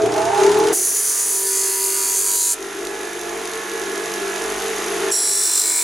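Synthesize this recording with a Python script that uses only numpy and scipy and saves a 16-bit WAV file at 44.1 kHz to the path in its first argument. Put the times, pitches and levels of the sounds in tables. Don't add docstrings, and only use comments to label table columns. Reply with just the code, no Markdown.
import sys
import numpy as np
from scipy import signal
from scipy.fft import rfft, irfft, next_fast_len
from scipy.io import wavfile
from scipy.ndimage import uniform_filter1d, map_coordinates

SR = 44100
rng = np.random.default_rng(int(sys.argv[2]) if len(sys.argv) > 2 else 0)


def file_out(sig):
    cols = np.atleast_2d(sig).T
    lim = np.clip(cols, -1, 1)
    pcm = np.round(lim * 32767).astype(np.int16)
    wavfile.write(sys.argv[1], SR, pcm)


def natural_amplitude(level_db):
    exponent = np.asarray(level_db, float) / 20
    return 10 ** exponent


N = 257103
T = np.arange(N) / SR
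M = next_fast_len(N + 8192)
HZ = np.fft.rfftfreq(M, 1 / SR)

# [t/s, pressure as hiss level/dB, share of grit pattern kept from the last turn 0-1]
PASSES = [
    [(0.729, -17, 0.8), (0.743, -17, 0.8), (1.195, -15.5, 0.82), (1.443, -21, 0.7), (1.573, -15.5, 0.93),
     (1.775, -23, 0.88), (2.523, -13.5, 0.81), (2.535, -18, 0.7)],
    [(5.115, -9.5, 0.56), (5.125, -17.5, 0.77), (5.407, -16, 1), (5.83, -17, 0.72)],
]


def unit(x):
    return x / np.sqrt(np.mean(x ** 2))


def curves(rows):
    s, *columns = np.transpose(rows)
    return [np.interp(T, s, c) for c in columns]


def spells(rows, rest_db):
    db = rest_db + sum((db - rest_db) * ((T >= start) & (T < end)) for start, end, db in rows)
    fade_s = 0.052
    return uniform_filter1d(db, int(fade_s * SR))


def shape(points):
    hz, db = np.transpose(points)
    return natural_amplitude(np.interp(np.log(HZ + 1), np.log(hz), db))


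def filtered(x, gain):
    return irfft(rfft(x, M) * gain, M)[..., :N]


def colour(x, gain):
    return unit(filtered(x, gain))


def walk(rate, spread):
    knots = rng.standard_normal(int(N / SR * rate) + 2)
    return spread * map_coordinates(knots, [T[::64] * rate], order=3)


def sway(db, rate):
    return np.interp(T, T[::64], natural_amplitude(walk(rate, db)))


def rim(turns, kept, twice, lumpy_db, lumps=24):
    grit = 1024
    count = int(turns[-1]) + 2
    kept, twice = (np.interp(np.arange(count), turns, np.clip(v + 0 * T, 0, .97)) for v in (kept, twice))
    rows = rng.standard_normal((count, grit))
    for k in range(2, count):
        old = (1 - twice[k]) * rows[k - 1] + twice[k] * rows[k - 2]
        rows[k] = unit(kept[k] * old + np.sqrt(1 - kept[k] ** 2) * rows[k])
    spots = np.repeat(rng.standard_normal(64), grit // 64)
    spots = uniform_filter1d(spots, int(lumps), mode="wrap")
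    return map_coordinates((rows * natural_amplitude(lumpy_db * spots)).ravel(), [turns * grit], order=3)


def hum(turns, orders, wobble_db):
    drift = turns + np.interp(T, T[::64], walk(4.12, 0.0016))
    total = 0
    for k, db in orders:
        tone = np.sin(2 * np.pi * (k * drift + rng.random()))
        total = total + natural_amplitude(db) * sway(wobble_db * min(k / 4, 1), 4.6) * tone
    return unit(total)


def partials(turns, orders, levels_db):
    return [np.sqrt(2) * natural_amplitude(db) * np.sin(2 * np.pi * (k * turns + rng.random()))
            for k, db in zip(orders, levels_db)]


def strain():
    # [t/s, level/dB]
    whine = [(0.0, -29.5), (0.138, -28), (0.186, -26), (0.33, -25.5), (0.43, -21), (0.5, -23.5),
             (0.72, -24)]
    return curves(whine)[0]


def crossing(hz):
    # [f/Hz, width/Hz, level/dB]
    slip = [(119, 14, -47)]
    power = sum(natural_amplitude(2 * db) / (1 + (2 * (hz - mode) / width) ** 4) for mode, width, db in slip)
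    return 10 * np.log10(power + 1e-6)


def run_up(turns, speed_hz):
    # [f/Hz, level/dB]
    resonances = [(26, -43), (45, -29), (86, -33), (113, -22), (152, -29), (190, -20.5), (226, -30),
                  (419, 2), (529, -20), (570, -19), (650, 1.5), (753, -7), (846, 1), (1050, -8.5),
                  (1500, -10), (1950, -39), (3300, -120)]
    # [t/s, level/dB]
    shudder = [(0, 0.5), (.075, 4), (.15, -2), (.23, -1), (.33, -5), (.48, 3.5), (.54, 0.5), (.62, 2),
               (.72, 2.5)]
    slip_orders = 3, 21, 24, 27
    # [start t/s, end t/s, level/dB]
    catches = [
        [(.17, .31, -24), (.57, .67, -25.5)],
        [(-.1, .13, -25.5), (.29, .46, -24.5), (.46, .56, -31)],
        [(.15, .26, -25), (.31, .4, -27), (.44, .55, -33.5)],
    ]
    db = strain()
    housing_db = -23.5 + 0.19 * (db + 23.5) + 4 * T + curves(shudder)[0]
    low = 1 / (1 + (HZ / 520) ** 12)
    rough = rim(turns, 0.82, 0, 1.9) * sway(0.82, 26.7)
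    boom = natural_amplitude(housing_db + 1.5) * colour(rough, shape(resonances) * low)
    rough = rim(turns, 0.59, 0, 3.8) * sway(0.88, 23.7)
    whine = natural_amplitude(db - 2.5) * colour(rough, shape(resonances) * (1 - low))
    levels_db = [crossing(slip_orders[0] * speed_hz)] + [spells(rows, -39.5) for rows in catches]
    knocks = sum(line * sway(3.5, 50) for line in partials(turns, slip_orders, levels_db))
    return (boom + whine + knocks) * np.clip((.745 - T) / 0.035, 0, 1)


def heard():
    # [from t/s, guards level/dB, creep in dB/s]
    gain_steps = [
        (.74, -44, 1.5),
        (2.36, -47, 21),
        (2.55, -42, -5),
        (2.615, -40.5, 3),
        (5.116, -41, -1.5),
    ]
    # [start t/s, end t/s, level/dB]
    swell = [(2.6, 3.05, 2), (3.2, 3.45, 1), (4.6, 4.9, 0)]
    guard_db = strain() - 10
    for s, db, creep in gain_steps:
        guard_db = np.where(T < s, guard_db, db + creep * (T - s))
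    touch = sum((T > rows[0][0]) & (T < rows[-1][0]) for rows in PASSES)
    settle_db = 17 * np.exp(-np.clip(T - gain_steps[0][0], 0, None) / 0.094)
    housing_db = guard_db + np.where(touch, 3.5, 6) + settle_db + spells(swell, 0.)
    airy_db = np.where(touch, 2.5, 3)
    return uniform_filter1d(np.array([guard_db, housing_db, airy_db]), size=SR // 40)


def motor(turns, speed_hz):
    # [multiple of shaft speed, level/dB]
    free_orders = [(1, -17), (2, -28.5), (3, -18.5), (4, -9), (5, -41), (6, -10), (7, 2), (8, 2.5),
                   (9, 0.5), (10, -11), (11, -13), (12, -19), (13, -5), (14, -5), (15, -11), (16, -14),
                   (17, -3.5), (18, -10.5), (19, -44), (20, -16), (21, -26), (22, -6), (23, -32), (24, -38),
                   (25, -22), (26, -16), (27, -47), (28, -8), (29, -21), (30, -35)]
    loaded_orders = [(1, -4), (2, -48), (3, -8), (4, -8), (5, -6), (6, 4.5), (7, -7)]
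    # [f/Hz, level/dB]
    housing = [(15, -55), (25, -39), (58, -25), (97, -44), (198, -25.5), (242, -21.5), (372, -1.5),
               (455, -0.5), (539, -41.5), (649, -12.5), (844, -16), (898, -29), (1000, -33), (1300, -52),
               (2200, -120)]
    guards = [(350, -25), (600, -12.5), (638, -9.5), (790, -11), (863, -11), (995, -5), (1080, -6.5),
              (1560, -4.5), (1690, -7.5), (1830, -5.5), (5000, -14.5), (6500, -49), (11000, -120)]
    tick_colour = [(1470, -35), (2500, 2), (3100, -3.5), (3750, -4), (4080, -9.5), (5410, -10.5),
                   (6340, -5.5), (7280, -9), (7620, -15), (7980, -15), (10700, -10), (11400, -13.5),
                   (12300, -22), (14800, -32.5), (15500, -49)]
    sing_orders = 8, 20, 34
    # [start t/s, end t/s, level/dB]
    sing = [
        [(.97, 1.4, -38), (1.4, 1.95, -32), (1.95, 2.25, -36), (2.25, 2.6, -40.5), (2.6, 2.97, -31.5),
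         (5.63, 5.9, -50)],
        [(1.05, 1.74, -43), (1.74, 1.92, -37.5), (1.95, 2.18, -38), (2.23, 2.55, -40), (5.33, 5.62, -46),
         (5.62, 5.9, -41.5)],
        [(2.66, 3.33, -45), (3.45, 3.86, -39), (3.86, 4.47, -37), (4.47, 5.15, -52)],
    ]
    guard_db, housing_db, airy_db = heard()
    at_speed = np.clip((T - .7) / 0.1, 0, 1)
    resonant_hz, resonant_width_hz = 48.59, 0.45
    tuned = 1 / (1 + ((speed_hz - resonant_hz) / resonant_width_hz) ** 4)
    free = np.clip((speed_hz - 48.2) / 1.7, .1, 1)
    lines = free * natural_amplitude(-0.7) * hum(turns, free_orders, 1.3)
    lines = lines + tuned * natural_amplitude(-16.0) * hum(turns, loaded_orders, 0.86)
    sing_db = [spells(rows, -57.5) for rows in sing]
    low_line, mid_line, whine = partials(turns, sing_orders, sing_db)
    singing = tuned ** 0.26 * (speed_hz > 46.5) * (low_line * tuned + mid_line)
    singing = singing + free * at_speed * whine
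    boom = colour(rim(turns, 0.55, 0.59, 0.46), shape(housing))
    boom = boom * natural_amplitude(0.32 - 0.97 * tuned) * sway(0.31, 16)
    low = 1 / (1 + (HZ / 3500) ** 6)
    mode = 1 + 0.76 * natural_amplitude(6) / (1 + (2 * (HZ - 1734) / 27) ** 2)
    rough = rim(turns, 0.56 + 0.22 * tuned, 0.69 * (1 - tuned), 2.2)
    buzz = colour(rough, shape(guards) * mode * low)
    knock = 0.5 + 0.58 * np.exp(-(turns % 1) / 0.1) * sway(5, 30) * at_speed
    ticks = colour(rng.standard_normal(N) * knock, shape(tick_colour) * (1 - low))
    ticks = ticks - 0.65 * (1 - at_speed) * filtered(ticks, 1 / (1 + (10500 / (HZ + 1)) ** 16))
    rattling = natural_amplitude(5.0 - 2 * (1 - at_speed)) * buzz + natural_amplitude(airy_db + 0.5) * ticks
    return singing + at_speed * natural_amplitude(housing_db) * (lines + boom) + natural_amplitude(guard_db) * rattling


def rattles():
    # [t/s, peak level/dB]
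    clacks = [(0.019, -19), (0.0364, -28), (0.059, -17.5), (0.1206, -19), (0.1394, -18), (0.1624, -20),
              (0.179, -18), (0.2179, -19), (0.2523, -16.5), (0.3474, -20), (0.3754, -18), (0.4004, -17),
              (0.4344, -12.5), (0.464, -14), (0.4933, -18), (0.5164, -13.5), (0.5437, -18), (0.5714, -17),
              (0.5994, -17), (0.6374, -19), (0.6706, -15), (0.685, -16.5)]
    strike = sum(natural_amplitude(db - 8) * np.exp(-np.clip(T - s, 0, .2) / 0.007) * (T >= s) for s, db in clacks)
    dull = [(1200, -30), (2200, 1), (4000, -0.5), (6300, 0.5), (8000, -5), (11000, -8), (15500, -30)]
    return strike * colour(rng.standard_normal(N), shape(dull))


def snaps():
    # [t/s, peak level/dB]
    cracks = [(0.1201, -36), (0.1301, -32), (0.163, -28), (0.1974, -26), (0.2478, -34), (0.3476, -28),
              (0.3765, -32), (0.402, -32), (0.4289, -33), (0.4638, -35), (0.4918, -33), (0.5167, -27),
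              (0.5896, -14), (0.6459, -25), (0.6694, -39), (0.7357, -16)]
    strike = sum(natural_amplitude(db - 2) * np.exp(-np.clip(T - s, 0, .1) / 0.0011) * (T >= s) for s, db in cracks)
    return filtered(strike * rng.standard_normal(N), 1 / (1 + (7500 / (HZ + 1)) ** 4))


def blade(grit, spectrum, modes, ring_db):
    body = colour(grit, shape(spectrum))
    ring = sum(natural_amplitude(db) * sway(0.42, 6.8) * signal.lfilter(*signal.iirpeak(hz, hz / width, SR), body)
               for hz, width, db in modes)
    return body + natural_amplitude(ring_db) * unit(ring)


def grind(turns, rows, spectra, modes):
    # [start t/s, end t/s, level/dB]
    grip = [(.7, 1.06, -1), (1.27, 1.46, -0.5)]
    hiss_db, kept = curves(rows)
    start, end = rows[0][0], rows[-1][0]
    touch = np.clip((T - start) / 0.011 + 0.48, 0, 1) * np.exp(-np.clip(T - end, 0, None) / 0.0087)
    during = (T > start) & (T < end)
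    grit = rim(turns, kept, 0, 2.25, 2.7) * sway(0.6, 30)
    grit = grit + 0.35 * filtered(rng.standard_normal(N), 1 / (1 + (9500 / (HZ + 1)) ** 6))
    slide = np.clip((T - start) / (end - start) * 2.5 - .6, 0, 1)
    both = (1 - slide) * blade(grit, spectra[0], modes[0], -8.5)
    both = both + slide * blade(grit, spectra[1], modes[1], -8.5)
    edge = filtered(both, 1 / (1 + (8500 / (HZ + 1)) ** 8))
    spine = filtered(both, 1 / (1 + (HZ / 5900) ** 16))
    eased_db = hiss_db[during].mean() - hiss_db
    edge_lift = natural_amplitude(1.17 * eased_db) - 1
    spine_lift = natural_amplitude(0.8 * eased_db + spells(grip, 0.)) - 1
    return natural_amplitude(hiss_db - 3.0) * touch * (both + edge_lift * edge + spine_lift * spine)


def squeal(turns):
    # [start t/s, end t/s, f/Hz, width/Hz, level/dB, change in dB/s]
    cries = [(.8, 1.3, 5640, 90, -40, -2), (1.084, 1.41, 5040, 250, -43, 0),
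             (1.203, 2.2, 6250, 60, -37.5, 0), (1.467, 2.16, 4580, 500, -37.5, -2),
             (1.47, 2.16, 5050, 120, -43, -4), (2.304, 2.53, 4040, 300, -40, 4),
             (5.118, 5.65, 5624, 260, -25.5, -12), (5.136, 5.9, 4055, 200, -38, 2.5),
             (5.2, 5.9, 4260, 50, -45, -1), (5.3, 5.9, 3580, 120, -45, 3),
             (5.635, 5.9, 2270, 352, -41.5, 25)]
    high_sides = 1 + 0.14 * np.cos(2 * np.pi * turns) + 0.55 * np.cos(4 * np.pi * turns)
    grit = rim(turns, 0.83, 0, 0.8) * high_sides
    total = 0
    for s, end, hz, width, db, rate in cries:
        level = natural_amplitude(db + rate * np.clip(T - s, 0, None))
        fade = np.clip((T - s) / 0.0084 + 1, 0, 1) * np.clip((end - T) / .02, 0, 1)
        total = total + level * fade * colour(grit, 1 / (1 + (2 * (HZ - hz) / width) ** 4))
    return total


def chatter(turns):
    # [start t/s, end t/s, level/dB]
    shaking = [(.9, 1.3, -48.5), (1.48, 2.18, -41), (2.23, 2.36, -54)]
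    # [multiple of shaft speed, level/dB]
    shaking_orders = [(25, -0.5), (30, -3.5), (36, -15), (41, -2), (44, -6), (50, -2.5), (54, -9), (57, -1),
                      (61, -10), (69, -3)]
    return natural_amplitude(spells(shaking, -68)) * hum(turns, shaking_orders, 1.1)


def scene():
    # [t/s, turns per second f/Hz]
    shaft = [(0, 26.93), (.431, 35.37), (.616, 40.12), (.739, 42.79), (.83, 45.2), (.95, 47), (1.1, 47.9),
             (1.25, 48.27), (1.4, 48.39), (2.53, 48.39), (2.62, 48.9), (2.8, 49.4), (3.05, 49.62),
             (3.4, 49.71), (5.11, 49.74), (5.3, 49.57), (5.6, 49.05), (5.83, 48.7)]
    # [f/Hz, level/dB]
    blade_colours = [
        ([(1470, -25.5), (2500, -23), (3760, -18.5), (4880, -7.5), (5350, -13), (6100, -4), (6900, -4), (8230, -5.5), (9750, 1.5), (11500, -3), (13700, -17.5), (15700, -12)], [(1470, -29), (2500, -17), (3790, -14), (4660, -3.5), (5520, -9.5), (6240, -2), (6900, 1.5), (8040, -2), (8890, 4), (11200, -1), (13700, -13), (15700, -11.5)]),
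        ([(1180, -56.5), (2000, -55), (3270, -20), (3920, -16), (5210, -11), (5580, -9), (6520, -13.5), (7680, 3.5), (8890, -10.5), (10400, -3), (11700, -16.5), (15700, -25)], [(1000, -45), (1700, -27), (1900, -45), (2130, -25), (3260, -18), (4110, -9), (4470, -9), (5800, -0.5), (6310, -8), (7600, 6.5), (12200, -11.5), (15700, -11)]),
    ]
    # [f/Hz, width/Hz, level/dB]
    blade_rings = [
        ([(5900, 31, -0.5), (6260, 120, -8), (6840, 84, -2.5), (8590, 43, -5), (9470, 110, -10), (9900, 130, -15), (10500, 49, -9)], [(6300, 120, -0.5), (7070, 1100, -5), (7040, 14, 9), (8130, 23, -1), (9300, 25, -3), (10300, 27, -15), (11450, 410, -3)]),
        ([(7230, 44, 0), (7800, 28, -16), (8070, 73, -5), (8500, 19, -9), (9000, 30, -2), (9600, 41, -9), (10310, 100, -4)], [(4100, 34, -19), (5740, 140, -20), (6700, 40, -12), (7360, 75, 3), (7960, 79, -6), (9660, 150, 0), (10300, 100, 2)]),
    ]
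    # [f/Hz, level/dB]
    echo_colour = [(60, -28), (110, -11), (200, -12.5), (380, -19.5), (700, -7), (1290, -11.5),
                   (2380, -9.5), (4400, -10.5), (8120, -14.5), (15000, -13.5)]
    left_right = [(60, 1), (110, 9), (200, 2.5), (380, 1.5), (700, -2), (1290, 0.5), (2380, -0.5),
                  (4400, -1.5), (8120, 0), (15000, -3.5)]
    speed_hz, = curves(shaft)
    turns = np.cumsum(speed_hz) / SR
    machine = run_up(turns, speed_hz) + motor(turns, speed_hz) + rattles() + snaps() + chatter(turns)
    hiss = sum(grind(turns, *p) for p in zip(PASSES, blade_colours, blade_rings)) + squeal(turns)
    walls = rng.standard_normal(8192) * np.exp(-T[:8192] / 0.014)
    echo = rfft(walls / np.sqrt(np.sum(walls ** 2)), M) * shape(echo_colour)
    side = filtered(natural_amplitude(-0.3) * machine + natural_amplitude(-1.5) * hiss, echo)
    lean = np.sqrt(shape(left_right))
    return np.array([filtered(machine + hiss, lean) + side, filtered(machine + hiss, 1 / lean) - side])


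def roll_off(x):
    return signal.sosfilt(signal.butter(12, 16100, fs=SR, output="sos"), x)


def record(dry):
    # [start t/s, end t/s, (low f/Hz, high f/Hz), (low f/Hz, high f/Hz)]
    narrowed = [
        (.76, 2.52, (0, 290), (1550, 5600)),
        (5.16, 5.9, (0, 290), (1900, 5200)),
    ]
    mid, side = (dry[0] + dry[1]) / 2, (dry[0] - dry[1]) / 2
    for start, end, *bands in narrowed:
        busy = uniform_filter1d(1. * ((T > start) & (T < end)), size=SR // 40)
        side = side - busy * filtered(side, sum((HZ >= lo) & (HZ < hi) for lo, hi in bands))
    touch = sum((T > p[0][0]) & (T < p[-1][0]) for p in PASSES)
    free = uniform_filter1d(1. - touch, size=SR // 40)
    mid = mid - free * filtered(mid, HZ > 15100)
    cut = filtered(np.array([mid + side, mid - side]), 1 / (1 + (HZ / 15850) ** 200))
    return roll_off(cut)


dry = scene()
out = record(dry)
file_out(out)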